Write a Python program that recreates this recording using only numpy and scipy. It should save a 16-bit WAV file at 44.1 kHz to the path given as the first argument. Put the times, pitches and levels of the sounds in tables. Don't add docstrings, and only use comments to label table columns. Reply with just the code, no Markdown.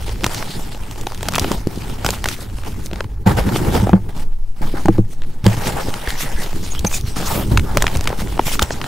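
import sys
import numpy as np
from scipy import signal
from scipy.fft import rfft, irfft, next_fast_len
from scipy.io import wavfile
from scipy.ndimage import uniform_filter1d, map_coordinates

SR = 44100
rng = np.random.default_rng(int(sys.argv[2]) if len(sys.argv) > 2 else 0)


def wrap_up_sound(samples):
    columns = np.atleast_2d(samples).T
    tamed = np.clip(columns, -1, 1)
    steps = np.round(tamed * 32767).astype(np.int16)
    wavfile.write(sys.argv[1], SR, steps)


def natural_amplitude(level_db):
    exponent = np.asarray(level_db, float) / 20
    return 10 ** exponent


N = 391166

# [f/Hz, level/dB rms]
MAINS_HUM = (119.8, -45)
# [f/Hz, likeness 0-1]
LIKENESS = [(30, 0.993), (70, 1), (150, 0.88), (290, 0.54), (640, 0.37), (3000, 0.56), (15000, 0.76)]

# [t/s, level/dB]
ROCKING = [
    (0, -27),
    (3.9, -28.5),
    (4.3, -10.5),
    (4.8, -16),
    (5.6, -23),
    (6.8, -18.5),
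    (8.87, -21.5),
]
# [t/s, level/dB]
SHAKING = [(0, -23), (.5, -34.5), (1.45, -28), (1.95, -28), (2.4, -29.5), (3.255, -27.5), (3.27, -17),
           (3.95, -23), (4.55, -52), (4.65, -28.5), (5.44, -36), (5.47, -24.5), (6.0, -39.5), (6.9, -28.5),
           (7.35, -28), (7.58, -12), (7.69, -24.5), (8.87, -32.5)]
# [f/Hz, level/dB per Hz]
SWAY_COLOUR = [(1.5, -20), (4, 0.5), (16, -2), (26, -19), (70, -83)]
RUMBLE_COLOUR = [(15, -60), (28, -6.5), (42, -1.5), (80, -9), (110, -7.5), (200, -123)]
DRONE_COLOUR = [(50, -52), (80, -21), (110, -1.5), (145, -5), (190, -5), (250, -8.5), (325, -10.5),
                (430, -13), (700, -45.5)]
DRONE_DB, DRONE_DRAG = 1.9, 0.55

# [t/s, peak level/dB, f/Hz]
NUDGES = [(.255, -12.5, 89), (1.21, -17, 94), (1.326, -18, 127), (2.043, -13, 121), (3.044, -21, 105),
          (3.369, -13, 100), (3.66, -12, 60), (3.75, -15, 81), (4.073, -21, 67), (4.157, -19, 199),
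          (5.432, -9.5, 120), (5.569, -11, 110), (6.07, -13.5, 50), (6.341, -14.5, 51.5), (6.537, -21, 94),
          (6.6, -19.5, 129.8), (6.79, -11, 65), (7.033, -11, 95.5), (7.069, -14, 84), (7.16, -15, 190),
          (7.511, -5, 101), (7.82, -10, 45), (7.955, -9, 70), (7.98, -13, 55), (8.085, -16, 60),
          (8.181, -17, 190), (8.214, -16, 200), (8.303, -16.5, 75), (8.457, -14, 132), (8.619, -8.5, 65.5)]
NUDGE_LAG_S, NUDGE_CYCLES = 0.00726, 4.2
# [t/s, peak level/dB, low mode level/dB, high mode level/dB, ringing 0-1.5]
LANDINGS = [(0.232, -12, -20, -0.5, 0.74), (1.415, -9.5, -9, -13, 0.28), (1.513, -8.5, -12, 14.5, 0.12),
            (1.671, -1.5, -19, 0, 0.22), (1.775, -9, -13, -21, 0.28), (2.927, -14.5, -22, -1, 0.53),
            (3.264, 4.5, -12, -20, 0.9), (3.471, -7.5, -9, -9, 1), (3.823, -2, -10, -14, 0.93),
            (3.931, 11.5, -22, -8, 0.86), (4.611, -12.5, -11, -12, 0.5), (4.74, -15, -5, 12, 0.31),
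            (4.855, -1.5, -32, -12, 0.54), (4.885, -1, -12, 5.5, 1), (4.985, 1.5, -9, 0, 0.75),
            (5.461, 6, -9.5, -17, 0.86), (5.885, -13.5, 3, 16, 0.13), (6.846, -2.5, -16.5, -8, 0.57),
            (7.476, -11.5, -7, -7, 1), (7.572, -20, 2, -7, 0.85), (7.767, -13, -1.5, 10, 0.44),
            (8.702, -28, -24, -12, 0.3)]
# [f/Hz, time to fall 60 dB t/s]
TRAY_MODES = [(108, 0.23), (190, 0.12), (325, 0.06), (470, 0.061)]

# [t/s, length t/s, centre f/Hz, level/dB rms]
SIFTING = [(0.34, .07, 6000, -34), (0.45, 0.14, 4100, -35), (3.54, .04, 2900, -28), (5.647, .05, 6200, -38),
           (5.8, 0.062, 5200, -36), (6.612, .07, 5800, -39.5), (6.624, 0.055, 4600, -40),
           (8.7, .05, 5900, -33), (6.85, 0.042, 11600, -35), (6.902, .095, 7000, -27.5),
           (6.9, .095, 17000, -33), (6.1, 0.061, 6500, -42), (7.151, .05, 5700, -32),
           (7.246, 0.045, 5800, -28.5), (7.238, 0.22, 14500, -30), (7.299, 0.1, 3400, -34.5),
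           (7.2, .235, 1100, -31.5), (8.43, .14, 15000, -40), (7.62, 0.12, 1300, -36.5),
           (7.3, 0.15, 520, -29)]
# [t/s, length t/s, first f/Hz, last f/Hz, level/dB rms]
SQUEAK_STROKES = [(0.47, 0.09, 4400, 4140, -44), (6.7, .04, 6840, 6600, -31),
                  (6.75, 0.055, 3030, 3330, -34), (6.86, .024, 6260, 6230, -22),
                  (6.862, 0.022, 2500, 2490, -34), (6.912, .08, 3590, 3660, -36),
                  (6.914, 0.065, 2470, 2330, -33), (6.9, 0.096, 6400, 7250, -32),
                  (7.059, 0.039, 4140, 4270, -38), (7.06, 0.088, 8200, 8150, -42),
                  (6.62, .06, 7000, 6700, -44), (6.99, 0.2, 5830, 5620, -44)]
# [t/s, length t/s, first f/Hz, last f/Hz, level/dB rms]
SCRAPE_STROKES = [
    (6.013, 0.18, 2040, 1950, -34),
    (6.195, 0.15, 2070, 1700, -35),
    (6.342, 0.11, 1700, 2100, -34.5),
]
SIFT_WIDTH, SQUEAK_WIDTH, SCRAPE_WIDTH = 0.22, 0.04, 0.11
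STUTTER_DB = 3.5

# [t/s, bits per s]
CRUMBLING_RATE = [(0, 130), (.45, 100), (.5, 50), (.8, 80), (.9, 200), (3.05, 180), (3.3, 280), (4.9, 60),
                  (5.5, 280), (6.7, 150), (7.7, 220)]
# [t/s, effort level/dB, coarseness level/dB]
STEADY_WORK = [(0, -38, -2), (.19, -41.5, 2), (.38, -33, 0.5), (.83, -43.5, 2), (1.2, -40.5, 1.5),
               (1.35, -35.5, 0.5), (1.7, -41, 3), (2.8, -45.5, 0), (3.24, -61, 10), (3.4, -38, 9),
               (3.8, -33.5, 9.5), (4.0, -54, 8.5), (4.52, -60.5, 2.5), (4.66, -39, 0.5), (5.43, -53, 5),
               (5.47, -32.5, 5), (6.82, -40.5, -1.5), (8.87, -39.5, 3.5)]
# [t/s, half length t/s, depth level/dB]
PAUSES = [
    (6.825, .035, -6.5),
    (7.03, 0.04, -8),
    (5.08, 0.14, -9.5),
    (1.66, 0.042, -6.5),
    (6.2, .04, -4),
]
# [t/s, hold t/s, effort level/dB, coarseness level/dB]
PRESSES = [(.245, 0.14, -37.5, 3), (2.05, 0.096, -31.5, -3), (2.26, 0.079, -34, -11),
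           (2.65, 0.032, -40, 3.5), (2.94, 0.1, -48, 8.5), (3.264, 0.046, -28.5, 11.5),
           (3.37, 0.025, -28.5, 7.5), (3.467, 0.014, -30.5, 8.5), (3.94, 0.0092, -49.5, 20),
           (4.088, 0.0065, -40.5, 6), (4.617, 0.011, -37, 15.5), (4.89, 0.0064, -56, 22),
           (4.945, 0.0046, -48, 14.5), (5.45, 0.012, -33, 9.5), (6.847, 0.0063, -30, 4),
           (7.162, 0.27, -31, 0.5), (7.515, 0.0061, -35, 7.5), (7.77, 0.18, -37, 1),
           (8.08, 0.058, -49.5, 18), (8.388, 0.014, -33.5, 3), (8.615, 0.022, -28, 0.5)]
# [t/s, hold t/s, effort level/dB, coarseness level/dB]
RAKING = [(1.42, 0.13, -35, 2.5), (1.88, 0.044, -42.5, 3), (2.41, 0.0077, -35, -21),
          (2.86, 0.006, -39.5, -25), (3.565, 0.005, -28, -18), (3.74, 0.029, -27, 5),
          (4.17, 0.056, -38.5, 4), (4.75, 0.064, -43.5, 11), (5.12, 0.016, -47.5, -30),
          (5.67, 0.011, -24.5, -1), (5.76, 0.05, -38, 13), (6.09, 0.022, -34, -5), (6.208, 0.023, -26, -12),
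          (6.42, 0.0072, -30, -25), (6.63, 0.13, -40, -4), (6.92, 0.055, -32, -31),
          (7.075, 0.013, -38.5, -25), (7.59, 0.0088, -46, 4), (7.72, 0.061, -43, 12),
          (8.205, 0.017, -32, -5), (8.47, 0.082, -27, -13), (8.83, 0.045, -45, -2)]
PRESS_RISE, PRESS_FALL, RAKE_RISE, RAKE_FALL = 3700, 420, 420, 540
CRUMBS_DB, CRUMBS_GAIN, POWDER_DB, POWDER_LOSS = 1.12, 1.07, -0.5, 0.19
# [f/Hz, level/dB per Hz]
CRUMBS_COLOUR = [(250, -120), (330, -10.5), (480, 1), (700, -2), (850, 4.5), (1050, -5.5), (1500, -7),
                 (2200, -13.5), (4000, -50)]
GRIT_COLOUR = [(700, -53), (1100, -10), (1600, -10.5), (3000, -8), (5500, -12.5), (7500, -70), (12000, -60)]
POWDER_COLOUR = [(2500, -43), (4200, -15), (5800, -6), (9000, -7), (16000, -14)]

# [t/s, peak level/dB, f/Hz]
FLYING_CHIPS = [(0.242, -7, 870), (0.263, -4, 1260), (1.068, -7.5, 797), (1.229, -16, 795),
                (1.284, -11, 947), (1.345, -12, 2730), (1.358, -10, 1290), (1.381, -7, 650),
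                (2.046, -4, 1410), (2.063, -0.5, 1420), (2.257, 0.5, 1530), (2.286, -12, 1380),
                (3.871, -5, 760), (3.893, -1.5, 780), (4.857, -1.5, 840), (4.884, 3, 786),
                (6.074, -3, 1790), (7.574, 8, 2700), (7.595, -5, 2190), (7.77, -1, 580), (7.821, -4, 883),
                (7.867, 2, 1850), (8.073, -4, 1860), (8.102, -13.5, 812.5), (8.126, -11, 805),
                (8.393, 0.5, 930), (8.593, 1, 1330), (8.62, -1, 1370)]
CHIP_DB, CHIP_CYCLES = -6, 19
# [t/s, peak level/dB, dull part level/dB]
SMALL_CRACKS = [(0.0438, -21, -2), (0.081, -14.5, -3), (0.1186, -25, -2), (0.1585, -22, -5),
                (0.2089, -18, -4), (0.2952, -17, -5), (0.3795, -20, -4), (0.4823, -21, -3),
                (0.7472, -19, 1), (0.836, -24, -4), (0.959, -19, -3), (1.1937, -31, -4), (1.2086, -14, -4),
                (1.256, -15, -4), (1.8063, -26, -4), (1.8417, -24, -4), (1.8806, -24, -4),
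                (1.8976, -16.5, -4), (2.4992, -25, -4), (2.585, -16, -2), (2.6356, -18.5, -4),
                (2.7202, -21, -6), (2.913, -16, -3), (2.9585, -15, -4), (3.043, -19, 0), (3.2742, -6, -2),
                (3.3164, -15, -2), (3.3533, -27, -2), (3.4904, -12, -4), (3.6494, -18, -2),
                (3.752, -11, -4), (4.698, -26, 0), (4.941, -25, -4), (4.9646, -27, -6), (5.1781, -36, -4),
                (5.2364, -22, -4), (5.2474, -28, -4), (5.3243, -33, -4), (5.6582, -10, -4),
                (5.7299, -21, -2), (6.0182, -16, -10), (6.3634, -16, -6), (6.53, -20, -2),
                (6.6757, -24, -4), (6.8094, -27, -4), (7.7804, -9, -5), (7.8994, -19, 1), (7.9527, -11, -4),
                (7.9936, -12, -3), (8.0814, -13, -4), (8.1803, -20, -4), (8.2733, -16.5, -2),
                (8.3245, -21, 1), (8.3414, -20, -4), (8.4687, -13, -3), (8.842, -8.5, -3)]
CRACK_DB, CRACK_BRIGHT_DB = -2.5, -12
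# [t/s, peak level/dB, brightness level/dB]
THIN_FLAKES = [(0.236, -14, -2), (0.346, -9, 8), (0.9117, -17.5, 2), (1.0119, -15, 23), (1.1467, -16.5, 22),
               (1.1766, -22, 14), (1.355, -1.5, 17), (1.396, -1.5, 23), (1.6718, -13, 4), (1.759, -23, 16),
               (1.8205, -21, -15), (2.1055, -3, 21), (2.861, -13, 17), (5.4432, -17, -1), (6.462, -18, -7),
               (6.75, -16, -8), (6.793, -10, 30), (6.87, -16, 20), (7.011, -15.5, 19), (8.042, -14, 5),
               (8.6148, -14, 8), (8.6262, 2.5, 27)]
FLAKE_DULL_DB = -19
# [t/s, peak level/dB, dull part level/dB, brightness level/dB]
CHUNK_KNOCKS = [(.093, -15, 0.5, -12), (.426, -11.5, -0.5, -23), (1.069, -8.5, -3, -10),
                (1.1206, -19.5, 2.5, 1), (1.2298, -11.5, -0.5, 2), (1.322, -15, -4, 1),
                (1.382, -6, 3.5, 14), (1.444, -9, 2, -23), (1.5166, -7.5, -0.5, 8), (2.089, -5, -4.5, -11),
                (3.0064, -9.5, -0.5, -19), (3.8706, -25, 18, -25), (3.894, -26, 18, -25),
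                (3.9319, -23, 24, -13), (4.8578, -14.5, 8.5, 9), (4.884, -15.5, 14, 6),
                (4.9814, -26, 9, -3), (5.4648, -3.5, 3, -0.5), (6.0743, -13.5, 2, -17), (6.849, -9, 2, -4),
                (7.772, 3.5, -6, -1.5), (7.8229, -1.5, -5, 1), (7.842, -21, 16.5, -18),
                (7.959, -16, 0.5, 0), (8.1034, -24, 14.5, -25), (8.128, -28, 20, -21), (7.559, -24, 4, -20),
                (7.806, -19, 0, -8), (8.056, -18, 2, -16), (8.377, -19, 2, -14), (8.394, -18, 18, -14),
                (8.7066, -21.5, 15.5, -22)]
# [t/s, peak level/dB, dull part level/dB, brightness level/dB]
CHUNK_BREAKS = [(.243, 0.5, -5, -4.5), (0.2647, -4, -3.5, 1), (1.2858, -2, -7.5, 1), (1.337, -6, -17, -9),
                (1.3466, -4, -25, -19.5), (1.3597, -4, -25, -6), (1.3854, -4.5, -16, -12),
                (2.047, -8, -3, 3), (2.0639, 1, -9.5, 30), (2.242, -7, -16, -1), (2.2582, -5, -1, -5),
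                (2.287, -4.5, -13, 2), (2.9325, -14, -4.5, -8), (3.5596, -10.5, 4, -16),
                (5.22, -18, -10, -15), (5.9405, -8, -18, -13), (6.1046, -8.5, -17, -2),
                (7.5743, 1.5, -11.5, -7), (7.5963, -10, -16, -5), (7.8677, -0.5, -14, -23),
                (7.8796, -8, -24, -20), (7.971, -10, -8, 2), (8.0096, -10.5, -6, 1),
                (8.0746, -0.5, -16, -6.5), (8.092, -15, -12, -5), (8.5942, -1, -10, -7),
                (8.6219, -2.5, -0.5, 2.5), (8.815, -6, -10, -17)]
# [f/Hz, time to fall 60 dB t/s, level/dB over the dull part]
TRAY_WALL = (800, 0.019, -9.5)
TOP_HZ = 15750


def unit(x):
    return x / np.sqrt(np.mean(x ** 2) + 1e-20)


def along(points, hz):
    f, value = np.transpose(points)
    return np.interp(np.log(hz + 1), np.log(f + 1), value)


def curves(rows):
    s, *columns = np.transpose(rows)
    return [np.interp(np.arange(N) / SR, s, column) for column in columns]


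def wobble(rate):
    knots = rng.standard_normal(int(N * rate / SR) + 4)
    return map_coordinates(knots, [np.arange(N) * rate / SR])


def coloured(pair, spectrum):
    m = next_fast_len(N + 8192)
    hz = np.fft.rfftfreq(m, 1 / SR)
    turn = np.arccos(np.clip(along(LIKENESS, hz), -1, 1)) / 2
    gains = natural_amplitude(along(spectrum, hz)) * [np.cos(turn), np.sin(turn)]
    mid, side = irfft(rfft(pair, m) * gains, m)[:, :N]
    return unit(np.array([mid + side, mid - side]))


def hum():
    hz, level_db = MAINS_HUM
    return np.sqrt(2) * natural_amplitude(level_db) * np.sin(2 * np.pi * hz * np.arange(N) / SR)


def table(crumbs_db):
    rocking_db, = curves(ROCKING)
    rumble_db, = curves(SHAKING)
    sway = coloured(rng.standard_normal((2, N)), SWAY_COLOUR)
    rumble = coloured(natural_amplitude(2.9 * wobble(14)) * rng.standard_normal((2, N)), RUMBLE_COLOUR)
    drone_flutter = natural_amplitude(3.95 * wobble(28) + 1.3 * wobble(7.8))
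    drone = coloured(drone_flutter * rng.standard_normal((2, N)), DRONE_COLOUR)
    drone_db = DRONE_DB + DRONE_DRAG * crumbs_db + (1 - DRONE_DRAG) * rumble_db
    return natural_amplitude(rocking_db) * sway + natural_amplitude(rumble_db) * rumble + natural_amplitude(drone_db) * drone


def short_rings(rows, cycles):
    out, t = np.zeros(N + SR), np.arange(SR // 8) / SR
    for s, db, hz in rows:
        fade = natural_amplitude(db - 60 * t * hz / cycles)
        onset = 1 - np.exp(-4 * t * hz)
        out[round(s * SR):][:len(t)] -= fade * np.sin(2 * np.pi * hz * t) * onset
    return out[:N]


def nudges():
    return short_rings([(s + NUDGE_LAG_S, db + 7.0, hz) for s, db, hz in NUDGES], NUDGE_CYCLES)


def thuds():
    out, t = np.zeros(N + SR), np.arange(SR // 4) / SR
    for s, db, low_db, high_db, ringing in LANDINGS:
        levels_db = (low_db + 3.5, -4, high_db - 0.5, high_db - 11.5)
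        ring = np.zeros(len(t))
        for (hz, t60), level_db in zip(TRAY_MODES, levels_db):
            ring += natural_amplitude(level_db - 60 * t / (t60 * max(ringing, 0.1))) * np.sin(2 * np.pi * hz * t)
        push = 1.9 * max(1 - ringing, 0) * natural_amplitude(-60 * t / 0.012) * np.sin(2 * np.pi * 270 * t)
        blow = ring * (1 - np.exp(-t / 0.0024)) + push * (1 - np.exp(-t / 0.0013))
        out[round(s * SR):][:len(t)] += natural_amplitude(db + 1.5) * blow
    return out[:N]


def friction(strokes, width, stutter_db):
    out, slips = np.zeros((2, N + SR)), natural_amplitude(stutter_db * wobble(130))
    for s, length, first_hz, last_hz, db in strokes:
        count = round(length * SR)
        band = signal.butter(2, width * first_hz, fs=SR, output="sos")
        slow = signal.sosfilt(band, rng.standard_normal((4, SR // 4)))[:, -count:]
        turns = np.cumsum(np.linspace(first_hz, last_hz, count)) / SR
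        mid, side = np.real((slow[:2] + 1j * slow[2:]) * np.exp(2j * np.pi * turns))
        swell = natural_amplitude(db) * np.sqrt(np.hanning(count))
        out[:, round(s * SR):][:, :count] += swell * unit(np.array([mid + 0.23 * side, mid - 0.23 * side]))
    return out[:, :N] * unit(slips)


def sifting():
    strokes = [(s, length, hz, hz, db) for s, length, hz, db in SIFTING]
    return friction(strokes, SIFT_WIDTH, stutter_db=2.0)


def squeaks_and_scrapes():
    squeaks = friction(SQUEAK_STROKES, SQUEAK_WIDTH, STUTTER_DB)
    return squeaks + friction(SCRAPE_STROKES, SCRAPE_WIDTH, STUTTER_DB)


def heap():
    t = np.arange(0, N + 64, 64) / SR

    def powers(db, coarse):
        crumbs_db = db + CRUMBS_DB + CRUMBS_GAIN * coarse
        powder_db = db + POWDER_DB - POWDER_LOSS * coarse
        return natural_amplitude(2 * np.array([crumbs_db, db, powder_db]))

    sample = np.minimum((t * SR).astype(int), N - 1)
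    power = powers(*[curve[sample] for curve in curves(STEADY_WORK)])
    power *= natural_amplitude(2 * sum(db * np.exp(-((t - s) / half) ** 2) for s, half, db in PAUSES))
    for rows, rise, fall in ((PRESSES, PRESS_RISE, PRESS_FALL), (RAKING, RAKE_RISE, RAKE_FALL)):
        for s, hold, db, coarse in rows:
            drop_db = rise * np.maximum(s - t, 0) + fall * np.maximum(t - s - hold, 0)
            power += powers(db - drop_db, coarse)
    return [np.interp(np.arange(N) / SR, t, 10 * np.log10(p)) for p in power]


def grains(per_s, spread_db, life_s):
    chance, size = rng.random(N), rng.exponential(1, N)
    starts = (chance < per_s / SR) * natural_amplitude(2 * spread_db * np.minimum(size, 4))
    power = signal.lfilter([1], [1, -np.exp(-1 / (life_s * SR))], starts)
    return unit(np.sqrt(np.abs(power)))


def patchy(depth_db):
    z = signal.stft(rng.standard_normal((2, N)), nperseg=256)[2]
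    field = uniform_filter1d(rng.standard_normal(z.shape[1:]), size=14, axis=1)
    field = uniform_filter1d(field, size=6, axis=0)
    return signal.istft(z * natural_amplitude(depth_db * unit(field)), nperseg=256)[1][:, :N]


def grinding(levels_db):
    shared = grains(per_s=360, spread_db=-2.5, life_s=0.0043)
    clumps = np.log(grains(per_s=30, spread_db=1.5, life_s=0.008) + 0.3)
    clumps = unit(clumps - clumps.mean())
    total = np.zeros((2, N))
    colours = (CRUMBS_COLOUR, GRIT_COLOUR, POWDER_COLOUR)
    crackle_shares, clumps_db = (0.45, 0.5, 0.4), (1.5, 1.4, 1.3)
    for level_db, colour, share, clump_db in zip(levels_db, colours, crackle_shares, clumps_db):
        crackle = 2.0 * shared + 0.083 * grains(per_s=54, spread_db=-11.0, life_s=0.0016)
        envelope = (1 - share + share * crackle) * natural_amplitude(clump_db * clumps + 0.6 * wobble(25))
        total += natural_amplitude(level_db - 2.5) * coloured(envelope * patchy(depth_db=2.6), colour)
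    return total


def bits(grit_db):
    count, length = 2600, 400
    draw, t = rng.random((count, 4)), np.arange(length) / SR
    start = (draw[:, 0] * (N - length)).astype(int)
    keep = draw[:, 1] < curves(CRUMBLING_RATE)[0][start] * N / SR / count
    size = keep * natural_amplitude(grit_db[start] + 8 - 3.5 * np.log(np.maximum(draw[:, 2], 0.05)))
    hz = 500 * 9 ** draw[:, 3:]
    ring = np.sin(2 * np.pi * hz * t) * natural_amplitude(-60 * t * hz / 5)
    tick = 0.25 * rng.standard_normal((count, length)) * natural_amplitude(-60 * t / 0.004)
    where = (start[:, None] + np.arange(length)).ravel()
    return np.bincount(where, (size[:, None] * (ring + tick)).ravel(), N)


def chips():
    return short_rings([(s, db + CHIP_DB, hz) for s, db, hz in FLYING_CHIPS], CHIP_CYCLES)


def spread(x):
    m = next_fast_len(N + 8192)
    hz = np.fft.rfftfreq(m, 1 / SR)
    side = natural_amplitude(-14) * irfft(rfft(x, m) * 1j * hz ** 2 / (hz ** 2 + 90 ** 2), m)[:N]
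    return np.array([x + side, x - side])


def burst(t, lo_hz, hi_hz, t60):
    band = signal.butter(2, [lo_hz, hi_hz], "bandpass", fs=SR, output="sos")
    force = rng.standard_normal(len(t)) * natural_amplitude(-60 * t / t60)
    force[0] = -7
    puff = signal.sosfilt(band, force)
    return puff / np.max(np.abs(puff))


def snaps(rows):
    out, t = np.zeros((2, N + SR)), np.arange(SR // 16) / SR
    wall_hz, wall_t60, wall_db = TRAY_WALL
    for s, db, dull_db, bright_db in rows:
        long = natural_amplitude(0.094 * (db + 11.0) + np.clip(rng.normal(0, 2.4), -4, 2))
        lift_db, cut_db = max(bright_db, 0), min(bright_db, 0)
        dull = natural_amplitude(dull_db) * burst(t, 261, 1016, 0.013 * long)
        body = natural_amplitude(-1.0 - lift_db) * burst(t, 980, 3640, 0.0092 * long)
        crack = natural_amplitude(cut_db) * burst(t, 2840, 8000, 0.014 * long)
        spit = natural_amplitude(cut_db - 4.5) * burst(t, 5600, 16300, 0.018 * long)
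        scatter = natural_amplitude(-18.0) * burst(t, 500, 7000, 0.064)
        chip_hz = 900 * natural_amplitude(rng.uniform(0, 14.25, (3, 1)))
        ring_fade = natural_amplitude(-13.5 - lift_db - 60 * t / (0.0086 * long))
        ring = ring_fade * np.sin(2 * np.pi * chip_hz * t).sum(axis=0)
        wall_fade = natural_amplitude(dull_db + wall_db + rng.normal(0, 1.5) - 60 * t / wall_t60)
        hollow = wall_fade * np.sin(2 * np.pi * wall_hz * natural_amplitude(rng.normal(0, 0.79)) * t)
        mid = dull + hollow + body + crack + spit + ring
        out[:, round(s * SR):][:, :len(t)] += natural_amplitude(db + 0.28) * np.array([mid + scatter, mid - scatter])
    return out[:, :N]


def fractures():
    cracks = [(s, db + CRACK_DB, dull_db, CRACK_BRIGHT_DB) for s, db, dull_db in SMALL_CRACKS]
    flakes = [(s, db, FLAKE_DULL_DB, bright_db) for s, db, bright_db in THIN_FLAKES]
    return snaps([*cracks, *flakes, *CHUNK_KNOCKS, *CHUNK_BREAKS])


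def scene():
    levels_db = heap()
    crumbs_db, grit_db, _ = levels_db
    background = hum() + table(crumbs_db)
    ringing = spread(nudges() + thuds() + chips())
    rubbing = sifting() + squeaks_and_scrapes()
    return background + ringing + rubbing + grinding(levels_db) + bits(grit_db) + fractures()


def band_limit(x):
    return signal.sosfilt(signal.butter(12, 16460, fs=SR, output="sos"), x)


def record(dry):
    flat = dry / (1 + np.abs(dry / 0.95) ** 6) ** (1 / 6)
    m = next_fast_len(N)
    passed = np.fft.rfftfreq(m, 1 / SR) < TOP_HZ
    limited = irfft(rfft(flat, m) * passed, m)[:, :N]
    return band_limit(limited)


dry = scene()
out = record(dry)
wrap_up_sound(out)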